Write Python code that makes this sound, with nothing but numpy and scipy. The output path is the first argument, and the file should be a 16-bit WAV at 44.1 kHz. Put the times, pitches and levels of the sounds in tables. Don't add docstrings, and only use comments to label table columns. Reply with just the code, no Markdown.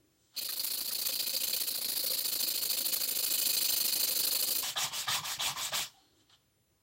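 import sys
import numpy as np
from scipy import signal
from scipy.fft import rfft, irfft, next_fast_len
from scipy.io import wavfile
from scipy.ndimage import uniform_filter1d

SR = 44100
rng = np.random.default_rng(int(sys.argv[2]) if len(sys.argv) > 2 else 0)


def int16_out(signal):
    q = np.round(np.clip(np.atleast_2d(signal).T, -1, 1) * 32767)
    wavfile.write(sys.argv[1], SR, q.astype(np.int16))


def volts(x):
    e = np.asarray(x, float) / 20
    return 10 ** e


N = 301158
TIME = np.arange(N) / SR
TRUE_SPEED_S = 4.629

# frequency in Hz, level in dB per Hz.
ROOM_TONE = [(15, -55.5), (25, -27), (70, -10.5), (82, -16), (101, -8), (228, -20.5), (471, -22),
             (875, -30), (14400, -33.5), (15200, -36), (15350, -75)]
# frequency in Hz, level in dB per Hz.
HISS = [(25, -12), (300, -14), (8300, -17), (9000, -50), (20000, -120)]
# frequency in Hz, t60 in seconds.
SHOP_DECAY = [(200, 0.36), (2000, 0.14), (10000, 0.44)]
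# time in seconds, level in dB.
CREAK = [
    (0, -70),
    (.1, -76),
    (.2, -81.5),
    (5.9, -85.5),
    (6.05, -75),
    (6.2, -72.5),
    (6.35, -89),
]

# peak time in
# seconds, rub level in dB, fizz relative to the rub in dB, rise in seconds over 20 dB, fall in seconds over 20
# dB.
FINGERS = [(.25, -80, 5, .3, .4), (.358, -58, -14, .03, .02), (5.06, -55, -20, .04, .03),
           (5.712, -54, -20, .04, .03), (5.9, -68, -12, .02, .15), (6.02, -71, -9, .4, .2),
           (6.21, -72.5, -2, .12, .06), (6.297, -63, -16, .002, .018), (6.328, -64, -12, .06, .04),
           (6.348, -69, -12, .03, .02), (6.37, -78, -6, .1, .2)]
# frequency in Hz, level in dB per Hz.
RUB = [(400, -49), (700, -13.5), (1400, -13.5), (2600, -19.5), (3050, -7), (4250, -11), (4700, -18),
       (7000, -34), (13000, -120)]
# frequency in Hz, level in dB per Hz.
FIZZ = [(2650, -41.5), (4500, -10.5), (6000, -3.5), (6630, -6.5), (7530, -0.5), (10000, -18),
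        (13000, -52.5), (22000, -120)]

# time in seconds, peak level in dB.
SNAGS = [(0.6459, -10), (1.057, -15), (1.438, -21), (1.565, -15), (1.8502, -16), (2.927, -14),
         (2.9365, -14), (3.596, -17), (2.63, -20), (2.7015, -20), (2.8527, -19), (3.766, -20),
         (4.3518, -18)]
# time in seconds, level in dB.
CATCHES = [(1.0196, -22), (1.071, -12.5), (1.3369, -23), (1.3683, -20.5), (1.8871, -21.5), (2.7726, -19.5),
           (2.8853, -23), (3.4764, -21), (3.5164, -22.5), (4.7795, -29), (4.8504, -30.5), (5.0854, -26.5),
           (5.1104, -25.5), (5.7684, -22.5)]
# three mode #
# frequencies in Hz, then hits of time in seconds, peak level in dB, t60 in seconds.
FAST_KNOCKS = [
    ((1250, 1540, 1860), [(.487, -41, 0.067), (.905, -44, 0.062)]),
    ((510, 530, 555), [(1.09, -43.5, 0.079), (1.338, -47, 0.15), (1.54, -46, 0.076), (2.038, -42.5, .13), (2.102, -41.5, 0.17), (4.09, -45.5, .12), (4.33, -47, 0.14), (4.42, -46.5, .15), (4.5, -47, 0.11)]),
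    ((2500, 3300, 3100), [(.372, -44, .12), (.41, -45, .12), (1.055, -38.5, 0.061), (1.124, -34.5, 0.045), (1.193, -35.5, 0.065), (1.263, -37, 0.063), (1.333, -38.5, 0.071), (1.403, -42, 0.065), (1.436, -44, 0.12), (1.531, -32, 0.057), (1.602, -41.5, 0.067), (1.672, -37.5, 0.058)]),
]
# three mode frequencies
# in Hz, then hits of time in seconds, peak level in dB, t60 in seconds.
SLOW_KNOCKS = [((3230, 3580, 3900), [(4.766, -29, .14), (5.08, -30.5, .16), (5.394, -32, .17),
               (5.732, -32, .12)]), ((700, 780, 1270), [(4.76, -41, .3)]), ((1180, 1260, 1800),
               [(5.076, -35.5, .2), (5.105, -39, .12)]), ((612, 640, 1830), [(5.721, -36.5, .08)]),
               ((1000, 1085, 1140), [(4.845, -44, .12), (5.158, -37, .09), (5.18, -36, .12),
               (5.5, -45, .15)]), ((3300, 3420, 3700), [(4.835, -38, .15), (5.46, -37, .15),
               (5.255, -41, .1), (5.582, -43, .15)]), ((3680, 3800, 3950), [(5.01, -44, .2),
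               (5.625, -41, .1), (5.655, -43, .2), (5.8, -38, .1)]), ((4650, 4900, 5150), [(4.93, -45, .25),
               (4.98, -43, .25), (5.31, -45, .25)]), ((2420, 2480, 2550), [(5.455, -42, .15)]),
               ((3050, 3600, 4150), [(6.2955, -56, .025), (6.3005, -60, .03)]), ((3000, 3200, 3450),
               [(6.318, -64, .15), (6.328, -63, .1)]), ((930, 1040, 1150), [(4.912, -47, .25),
               (4.95, -47, .2), (5.558, -44, .22), (5.588, -45, .2), (5.268, -47, .15)]), ((760, 772, 785),
               [(5.94, -70.5, .35), (5.968, -67, .3)]), ((4200, 4300, 4380), [(5.975, -75, 1.2)])]

# reversal in seconds, early level in dB, late level in dB.
PUSHES = [(0.361, -41, -37), (0.443, -36.5, -38.0), (0.518, -36, -37.0), (0.592, -32.5, -36),
          (0.662, -31.5, -34.5), (0.732, -31.5, -35), (0.803, -33.0, -36.0), (0.873, -35.5, -35),
          (0.944, -33, -36.0), (1.012, -29, -35.0), (1.082, -31, -33.5), (1.151, -31.5, -38.5),
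          (1.22, -35, -36.0), (1.291, -33.5, -36), (1.361, -31, -36), (1.431, -27.5, -33.0),
          (1.493, -32, -36), (1.56, -30, -35), (1.631, -33.5, -39.5), (1.702, -33, -35.5),
          (1.772, -32.5, -36.5), (1.842, -31, -36), (1.914, -31.5, -34.5), (1.989, -31, -33),
          (2.058, -28.5, -32), (2.13, -30, -32), (2.202, -33, -35.5), (2.276, -31.5, -33.5),
          (2.35, -30.5, -35), (2.424, -30, -33.5), (2.499, -31.5, -33.0), (2.573, -31.0, -36),
          (2.648, -30.5, -34.5), (2.727, -30.0, -33.5), (2.802, -31, -34.5), (2.878, -30.5, -35),
          (2.955, -30.5, -34.5), (3.031, -29.5, -32.5), (3.105, -30.5, -33.5), (3.183, -30.5, -32.5),
          (3.258, -31, -32.5), (3.334, -27.5, -31), (3.41, -27.5, -30.5), (3.486, -29.5, -29.0),
          (3.563, -29.5, -31), (3.64, -30.0, -30.5), (3.718, -29, -28.5), (3.798, -27, -29.0),
          (3.875, -27.5, -31.0), (3.952, -29, -30.5), (4.027, -26.5, -28), (4.105, -30, -31),
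          (4.186, -27.5, -28.5), (4.265, -28, -32), (4.345, -26.5, -29), (4.422, -27.5, -30.5),
          (4.502, -29.0, -30), (4.579, -29.0, -33), (4.655, -31, -31)]
# reversal in seconds, early level in dB, late level in dB.
PULLS = [(0.405, -37.5, -35.5), (0.481, -36.5, -34.5), (0.555, -37.5, -34.5), (0.628, -33.5, -29.5),
         (0.697, -34.5, -31), (0.768, -34.5, -33), (0.841, -36.5, -35.0), (0.908, -35.5, -32.0),
         (0.979, -32, -34.5), (1.046, -32.5, -28.0), (1.116, -33.5, -32), (1.187, -32, -32.5),
         (1.256, -33.5, -31.0), (1.325, -33.5, -31.5), (1.397, -32.5, -32.0), (1.465, -35.5, -29),
         (1.525, -33.0, -31.0), (1.595, -30, -29.5), (1.663, -31, -31.0), (1.738, -33.0, -31.5),
         (1.806, -32, -35), (1.877, -32.0, -30.5), (1.95, -32, -30), (2.023, -33.0, -30),
         (2.094, -32.5, -30), (2.165, -33.5, -28.5), (2.238, -30.5, -29.5), (2.312, -31, -29),
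         (2.386, -33.5, -28), (2.461, -33.5, -29.5), (2.534, -34.5, -31.0), (2.608, -33.0, -28.5),
         (2.688, -32.5, -28.0), (2.764, -31.5, -28.5), (2.84, -32.0, -27.5), (2.915, -31.0, -26.5),
         (2.994, -33, -28.5), (3.069, -31.5, -28.5), (3.144, -33.0, -28.5), (3.221, -31, -28.0),
         (3.297, -31, -28.5), (3.373, -31, -28), (3.448, -28.5, -27.5), (3.525, -30.5, -29.5),
         (3.602, -29.0, -29.0), (3.68, -29.0, -28), (3.757, -28, -30), (3.836, -28.5, -27.5),
         (3.915, -29, -29.5), (3.989, -28.5, -28.5), (4.065, -30.0, -27.5), (4.146, -30, -27.5),
         (4.226, -29.5, -28.5), (4.306, -30.0, -28.0), (4.383, -31.5, -29.5), (4.462, -31.0, -27.5),
         (4.542, -31, -27), (4.617, -31.5, -30)]
# halt, early, late and wood level, all in dB.
LANDING = (-68, -46.5, -37.5, 0)
# reversal in seconds, halt level in dB, early level in dB, late level in dB.
SLOW = [
    (4.59, -39, -35.5, -37),
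    (4.748, -60.5, -35.5, -32),
    (4.91, -51.5, -35, -37),
    (5.058, -56, -35, -30.5),
    (5.225, -49.5, -35.5, -37.5),
    (5.381, -58, -34.5, -32),
    (5.549, -50.5, -36, -35),
    (5.705, -58.5, -32, -34.5),
    (5.92, -69, -32, -41.0),
]
# end of the take-off, full early, full late and start of the halt as shares
# sped-up ones add the break-loose share of the stroke, share of ring left at the halt, jolt in dB.
FAST_PUSH = (0.1, 0.24, 0.65, 0.86, 0.82, 0.65, 0.0045, 1.02, 3.4)
FAST_PULL = (0.11, 0.22, 0.76, 0.83, 0.4, 0.8, 0.01, 1.03, 1.8)
SLOW_PUSH = (0.057, 0.22, 0.56, 0.83, 0.56, 0.52)
SLOW_PULL = (0.18, 0.62, 0.69, 1, 0.83, 0.57)
# stroke start in seconds, ring offset in dB.
ACCENTS = [(0.361, 2.5), (0.406, -2.0), (0.443, 1), (0.518, 1), (0.555, -2), (0.592, 1.5), (0.627, -5),
           (0.768, -2.0), (0.841, 1.5), (1.046, -1), (1.116, -2.0), (1.151, 1.5), (1.187, 2), (1.256, -3),
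           (1.702, -0.5), (1.738, 0), (1.772, 2.0), (1.842, 3), (2.023, -1.5), (2.094, 1.5), (2.13, 1.5),
           (2.165, 1), (2.276, -2.5), (2.312, -2.0), (2.499, 1), (2.534, 2.5), (2.609, -1.5), (2.802, -2),
           (2.915, 0.5), (3.069, -3), (3.373, -3), (3.41, -4), (3.563, 2.0), (3.64, 2), (3.837, -1)]
# time in seconds, block ring in dB, piece ring in dB.
HOLD = [(.36, -8.5, 3.5), (.6, -20.5, -1), (.8, -14.5, 0), (1.05, -12, -0.5), (1.25, -11.5, 1.5),
        (1.55, -7.5, -.5), (1.7, -19.5, -0.5), (1.85, -25, -0.5), (2.3, -13, -0.5), (2.55, -8.5, 0.5),
        (3.0, -12, -2), (3.55, -5, 0), (4.0, -11, -2), (4.63, -10.5, -2.5)]
# reversal in seconds, stuck level in dB,
# early level in dB, late level in dB, time in seconds at which it slows down.
SLOW_RING = [(4.615, -60, -44.5, -54, 4.68), (4.749, -67, -40, -41.5, 4.87),
             (4.905, -58, -43.5, -56.5, 4.9), (5.062, -69.5, -39, -44.5, 5.17),
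             (5.222, -59.5, -43, -52.5, 5.34), (5.381, -65.5, -44.5, -47, 5.515),
             (5.548, -61.5, -42, -52, 5.692), (5.713, -73, -39.5, -44, 5.79)]
# time in seconds, level in dB.
LIFTED = (5.916, -76.5)
# time in seconds, level in dB.
WEIGHT = [(.36, -58.5), (1.3, -54.5), (2.0, -54), (2.9, -51.5), (3.4, -52.5), (4.63, -50)]
# peak time in seconds, peak level in dB.
PRESSES = [(4.696, -60), (4.78, -61), (4.846, -44.5), (5.104, -41.5), (5.202, -47), (5.402, -59),
           (5.508, -46.5), (5.74, -48), (5.81, -54.5)]

# frequency in Hz, level in dB per Hz.
FAST_GRIT = [(15, -54), (25, -17.5), (184, -23.5), (500, -18.5), (1900, -17), (3750, -13), (4300, -11),
             (5600, -10.3), (8000, -10), (10000, -4.5), (12500, -5), (14000, -1.2), (15700, -3.5)]
SLOW_GRIT = [(15, -54), (25, -17.5), (120, -12.5), (435, -17.5), (706, -12.5), (2070, -7), (2900, -3),
             (3400, -1.5), (4200, -4), (7500, -4), (8300, -5), (9300, -13.5), (15700, -11)]
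# frequency in Hz, share of the fade.
DULL = [(1600, 0), (2100, 1), (3500, 1), (3900, 0), (5100, 0), (5700, .4), (8000, .4), (9200, 0)]
# frequency in Hz, width in Hz, level in dB.
FAST_WOOD_EARLY = [(2540, 225, -9), (2966, 138, -11), (3594, 280, -6.5), (4090, 80, 1.5), (4390, 42, 4.5),
                   (4600, 95, -2), (4740, 214, 0.5)]
FAST_WOOD_LATE = [(3813, 130, -5.5), (4126, 80, -2), (4348, 45, 3.5), (4590, 130, -2.5), (4930, 83, -3)]
SLOW_WOOD_EARLY = [(597, 51, -2.5), (784, 130, 2), (1160, 190, -4), (1657, 100, -3)]
SLOW_WOOD_LATE = [(640, 100, -27), (938, 200, 9.5), (1180, 120, 8.5)]
# frequency in Hz, width in Hz, level in dB.
FAST_BLOCK = [(2503, 59, -2), (2997, 110, -1), (6220, 36, 0), (6320, 30, 5), (6320, 31, -6.5),
              (6820, 46, -2), (7276, 120, -0.5), (8200, 66, -3.5), (8730, 65, -0.5), (10300, 130, -11),
              (14500, 300, -4.5), (15220, 450, -6.5)]
SLOW_BLOCK = [(1870, 110, -7), (2290, 50, 6), (3390, 170, 7.5), (4720, 190, -13), (5600, 48, -3),
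              (6400, 66, -6), (7400, 230, -4.5)]
# frequency in Hz, width in Hz, level in dB.
FAST_BENCH = [(50, 70, -9.5), (249, 64, -3.5), (328, 29, 0), (522, 62, 0)]
SLOW_BENCH = [(80, 60, -7), (133, 36, 0.5)]

# centre in seconds, centre in Hz.
BLURS = [(0.372, 12490), (0.38, 10080), (1.402, 10940), (1.472, 11200), (1.501, 12230), (1.959, 9220),
         (2.203, 10420), (2.284, 12660), (2.363, 9910), (2.426, 9130), (2.772, 9820), (3.219, 9820),
         (3.329, 10770), (3.448, 10770), (3.448, 12660), (3.593, 13350), (3.614, 10680), (3.672, 12140),
         (3.68, 10510), (3.892, 12660), (4.078, 11110), (4.081, 10590), (4.145, 11200), (4.191, 9910),
         (4.232, 14040), (4.232, 14730), (4.264, 11370), (4.38, 9820), (4.423, 14040), (4.566, 10590),
         (4.589, 12140), (4.653, 14130), (4.676, 10160), (4.763, 12140), (4.786, 12490), (4.789, 13610),
         (4.792, 14560), (4.795, 10160), (4.873, 10510), (4.876, 11630), (4.879, 14560), (4.949, 12490),
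         (4.955, 10940), (4.96, 10510), (4.981, 14810), (5.079, 15330), (5.256, 14470), (5.306, 12920),
         (5.306, 14640), (5.332, 11200), (5.332, 13520), (5.352, 14470), (5.393, 14640), (5.419, 13260),
         (5.445, 11460), (5.605, 11970), (5.686, 12490), (5.689, 13700), (5.738, 11110), (5.744, 14300)]


def unit(x):
    return x / np.sqrt(np.mean(x ** 2) + 1e-20)


def along(points, hz):
    f, value = np.transpose(points)
    return np.interp(np.log(hz + 1), np.log(f + 1), value)


def over_time(points):
    return np.interp(TIME, *np.transpose(points))


def filtered(x, response):
    m = next_fast_len(N + SR // 8)
    return irfft(rfft(x, m) * response(np.fft.rfftfreq(m, 1 / SR)), m)[..., :N]


def coloured(x, colour):
    return unit(filtered(x, lambda hz: volts(along(colour, hz))))


def modes(table):
    def response(f):
        return sum((-1) ** k * volts(db) * 1j * f * w / (c * c - f * f + 1j * f * w)
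                   for k, (c, w, db) in enumerate(table))
    return response


def swell(s, db, rise, fall):
    return volts(db - 20 * np.where(TIME < s, (s - TIME) / rise, (TIME - s) / fall))


def grit(spiky_db, patchy_db, frames):
    breaks = rng.standard_normal(N)
    size = np.minimum(rng.exponential(size=N // 8 + 1), 2.4)
    breaks = breaks * volts(spiky_db * size.repeat(8)[:N])
    z = signal.stft(breaks, nperseg=256)[2]
    field = uniform_filter1d(rng.standard_normal(z.shape), size=4, axis=0)
    field = uniform_filter1d(field, size=frames, axis=1)
    return unit(signal.istft(z * volts(patchy_db * unit(field)), nperseg=256)[1][:N])


def channel_hiss():
    hiss = volts(-87) * coloured(rng.standard_normal(N), HISS)
    return np.array([hiss, -hiss])


def room_tone():
    return volts(-74) * coloured(grit(0.35, 1.4, frames=20), ROOM_TONE)


def bench_creak():
    creak = filtered(rng.standard_normal(N), modes([(315.6, 40, 0)]))
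    return volts(over_time(CREAK)) * unit(creak)


def shop_reverb(x):
    hz, t, z = signal.stft(rng.standard_normal(SR // 2), SR, nperseg=256)
    decay = volts(-60 * t / along(SHOP_DECAY, hz)[:, None])
    tail = signal.istft(z * decay, SR, nperseg=256)[1]
    return signal.fftconvolve(x, tail / np.linalg.norm(tail))[:N]


def fingers():
    dust = grit(1.2, 1.0, frames=6)
    rub, fizz = coloured(dust, RUB), coloured(dust, FIZZ)
    return sum(swell(s, db, rise, fall) * (rub + volts(fizz_db) * fizz)
               for s, db, fizz_db, rise, fall in FINGERS)


def snags():
    out, t = np.zeros(N + SR), np.arange(SR // 5) / SR
    for s, db in [*SNAGS, *[(s, db + 5.5) for s, db in CATCHES]]:
        crack = np.diff(rng.standard_normal(len(t) + 1))
        out[round(s * SR):][:len(t)] += volts(db - 13.0 - 60 * t / 0.0051) * crack
    return out[:N]


def knocks():
    out, t = np.zeros(N + SR), np.arange(SR // 5) / SR
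    attack = 1 - np.exp(-t / .004)
    fade = np.minimum(8 * (1 - t / t[-1]), 1)
    for tones, rows in FAST_KNOCKS + SLOW_KNOCKS:
        for s, db, t60 in rows:
            wander = np.cumsum(rng.standard_normal((3, len(t))), axis=1)
            wander *= np.sqrt(np.array(tones)[:, None] * 4e-6)
            ring = np.sin(2 * np.pi * np.outer(tones, t) + wander).sum(0)
            out[round(s * SR):][:len(t)] += volts(db - 60 * t / t60) * attack * ring * fade
    return out[:N]


def fast_rows():
    k = np.arange(len(PUSHES) + len(PULLS))
    pull = k % 2
    start, early, late = np.vstack([PUSHES, PULLS])[k // 2 + pull * len(PUSHES)].T
    early, late = early - 3.5, late - 3.5
    luck = 0.54 * rng.standard_normal((len(k), 2))
    halt = uniform_filter1d((early + late) / 2, size=4) - 13.5 + luck[:, 0]
    wood = np.where(pull, -2.7, -2.6) + np.interp(start, *np.transpose(HOLD)[::2]) + luck[:, 1]
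    for at, ring_db in ACCENTS:
        wood[np.abs(start - at).argmin()] += ring_db
    levels = np.column_stack([halt, early, late, wood])
    levels[0] = LANDING
    return np.column_stack([start, levels])


def stroke_parts(rows, push, pull, first):
    back = (np.arange(len(rows) - 1) + first) % 2
    shape = np.array([push, pull])[back].T
    turns = np.sort(np.clip(shape[:4], .02, .98), axis=0)
    return back, shape, np.vstack([0 * back, turns])


def stroke_curve(rows, share, db):
    start, end = rows[:-1, 0], rows[1:, 0]
    moments = (start + share * (end - start)).T.ravel()
    levels = np.transpose(db).ravel()
    return np.interp(TIME, np.append(moments, end[-1]), np.append(levels, rows[-1, 1]))


def motion(rows, push, pull, first):
    back, shape, share = stroke_parts(rows, push, pull, first)
    start, turn, early, late = rows[:-1].T[:4]
    halt = rows[1:, 1]
    takeoff = turn + shape[4] * (early - turn)
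    slowing = halt + shape[5] * (late - halt)
    level = stroke_curve(rows, share, [turn, takeoff, early, late, slowing])
    current = np.clip(np.searchsorted(start, TIME) - 1, 0, None)
    full = uniform_filter1d(np.maximum(early, late)[current], size=200)
    place = np.interp(TIME, rows[:, 0], np.append(back, 1 - back[-1]))
    return level, place, full


def fast_ring(rows, push, pull):
    _, shape, share = stroke_parts(rows, push, pull, 0)
    start, turn, early, late, wood = rows[:-1].T
    halt = rows[1:, 1]
    stuck_share, rest_db = 0.082, 0.15
    moved = 0.28 * np.maximum(late - early, 0) * (start > start[0])
    early, late = early + moved, late - moved
    stuck = np.full(len(start), stuck_share)
    at = np.vstack([0 * start, stuck, stuck + np.abs(shape[6]), share[3], share[4]])
    rest = turn + rest_db
    left = wood + halt + shape[7] * (late - halt)
    return stroke_curve(rows, at, [rest, rest, early + wood + shape[8], late + wood, left])


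def slow_ring():
    s, stuck, early, late, slows = np.transpose(SLOW_RING)
    moments = np.transpose([s, s + 0.013, slows]).ravel()
    levels = np.transpose([stuck, early, late]).ravel()
    return np.interp(TIME, [*moments, LIFTED[0]], [*levels, LIFTED[1]])


def pull_tilt(place):
    return uniform_filter1d(np.where(np.gradient(place) < 0, .5 - place, 0), size=150)


def scratching(colour, level, place, full, grain, split_hz, lag_s, treble_power,
               treble_tilt_db, evenness):
    ripple = rng.standard_normal(400)

    def tone(hz):
        return volts(along(colour, hz) + 1.7 * np.interp(hz, np.arange(400) * 60, ripple))
    scratch = unit(filtered(grit(*grain), tone))
    top = filtered(scratch, lambda hz: 1 / (1 + (split_hz / (hz + 1)) ** 8))
    late = np.interp(TIME - lag_s, TIME, level)
    fine = late - level + (treble_power - 1) * (late - full) + treble_tilt_db * pull_tilt(place)
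    fine -= evenness * (full - uniform_filter1d(full, size=9000))
    return scratch - top + top * volts(fine)


def sanding(path, ring_db, colour, wood_early, wood_late, block, block_db, bench, lean_db, grain,
            scratch_db, wood_db, bench_db, bench_power, low_tilt_db, **treble):
    level, place, full = path
    scratch_level = level + scratch_db
    out = volts(scratch_level) * scratching(colour, level, place, full, grain, **treble)
    rub = grit(*grain)

    def ringing(table):
        lowest = table[0][0]
        return unit(filtered(rub, lambda hz: modes(table)(hz) * hz ** 2 / (hz ** 2 + lowest ** 2)))
    piece = np.sqrt(1 - place) * ringing(wood_early) + np.sqrt(place) * ringing(wood_late)
    out += volts(ring_db + wood_db) * unit(piece)
    out += volts(scratch_level + block_db) * ringing(block)
    dull = filtered(out, lambda hz: along(DULL, hz))
    out = out + dull * (volts(low_tilt_db * pull_tilt(place)) - 1)
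    return out + volts(lean_db + bench_power * (level - full) + bench_db) * ringing(bench)


def fast_sanding():
    rows = fast_rows()
    return sanding(
        motion(rows, FAST_PUSH, FAST_PULL, 0), fast_ring(rows, FAST_PUSH, FAST_PULL),
        FAST_GRIT, FAST_WOOD_EARLY, FAST_WOOD_LATE, FAST_BLOCK, np.interp(TIME, *np.transpose(HOLD)[:2]),
        FAST_BENCH, over_time(WEIGHT), grain=(2.0, 2.3, 3),
        scratch_db=4.0, wood_db=-0.6, bench_db=-1.0, bench_power=0.63, low_tilt_db=-9,
        split_hz=8998.5, lag_s=.0007, treble_power=1.25, treble_tilt_db=4.5, evenness=.1)


def slow_sanding():
    presses = sum(swell(s, db, 0.028, 0.054) for s, db in PRESSES)
    pressing = 20 * np.log10(presses + volts(-67.5))
    lean_db = pressing - 5.5 - 500 * np.maximum(TIME - 5.875, 0)
    return sanding(
        motion(np.array(SLOW), SLOW_PUSH, SLOW_PULL, 1), slow_ring(),
        SLOW_GRIT, SLOW_WOOD_EARLY, SLOW_WOOD_LATE, SLOW_BLOCK, -14,
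        SLOW_BENCH, lean_db, grain=(0.7, 2.4, 8),
        scratch_db=1.3, wood_db=-1.5, bench_db=-3.5, bench_power=-0.66, low_tilt_db=-1.5,
        split_hz=6002, lag_s=.003, treble_power=1.6, treble_tilt_db=1.5, evenness=.05)


def sanding_strokes():
    after = np.clip((TIME - TRUE_SPEED_S) / .002, 0, 1)
    landing = np.clip((TIME - PUSHES[0][0]) / 0.028 + 1, 0, 1)
    lift = volts(-300 * np.maximum(TIME - SLOW[-1][0] + .02, 0))
    return landing * lift * (fast_sanding() * (1 - after) + slow_sanding() * after)


def scene():
    work = sanding_strokes() + snags() + knocks() + fingers()
    background = room_tone() + bench_creak() + channel_hiss()
    return work + volts(-19) * shop_reverb(work) + background


def blurred(x):
    hz, t, z = signal.stft(x.mean(0), SR, nperseg=512)
    s, centre = np.transpose(BLURS)
    in_band = np.exp(-((hz[:, None] - centre) / 230) ** 4)
    in_time = np.exp(-((t - s[:, None]) / 0.016) ** 4)
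    turn = np.minimum(1.3 * in_band @ in_time, 1) * 1.5
    for at in (3.692, 5.55):
        turn = turn + .15 * np.outer(hz > 4200, np.abs(t - at) < .012)
    other = np.abs(z) * np.exp(2j * np.pi * rng.random(z.shape))
    change = np.array([z * (np.cos(turn) - 1), volts(2) * other * np.sin(turn)])
    mid, side = signal.istft(change, SR, nperseg=512)[1][:, :N]
    return x + np.array([mid + side, mid - side])


def low_pass(x):
    return signal.sosfilt(signal.butter(12, 15780, fs=SR, output="sos"), x)


def record(dry):
    soft = dry / (1 + np.abs(dry / .17) ** 4) ** .25
    narrow = filtered(blurred(soft), lambda hz: hz < 15800)
    return low_pass(narrow)


dry = scene()
out = record(dry)
int16_out(out)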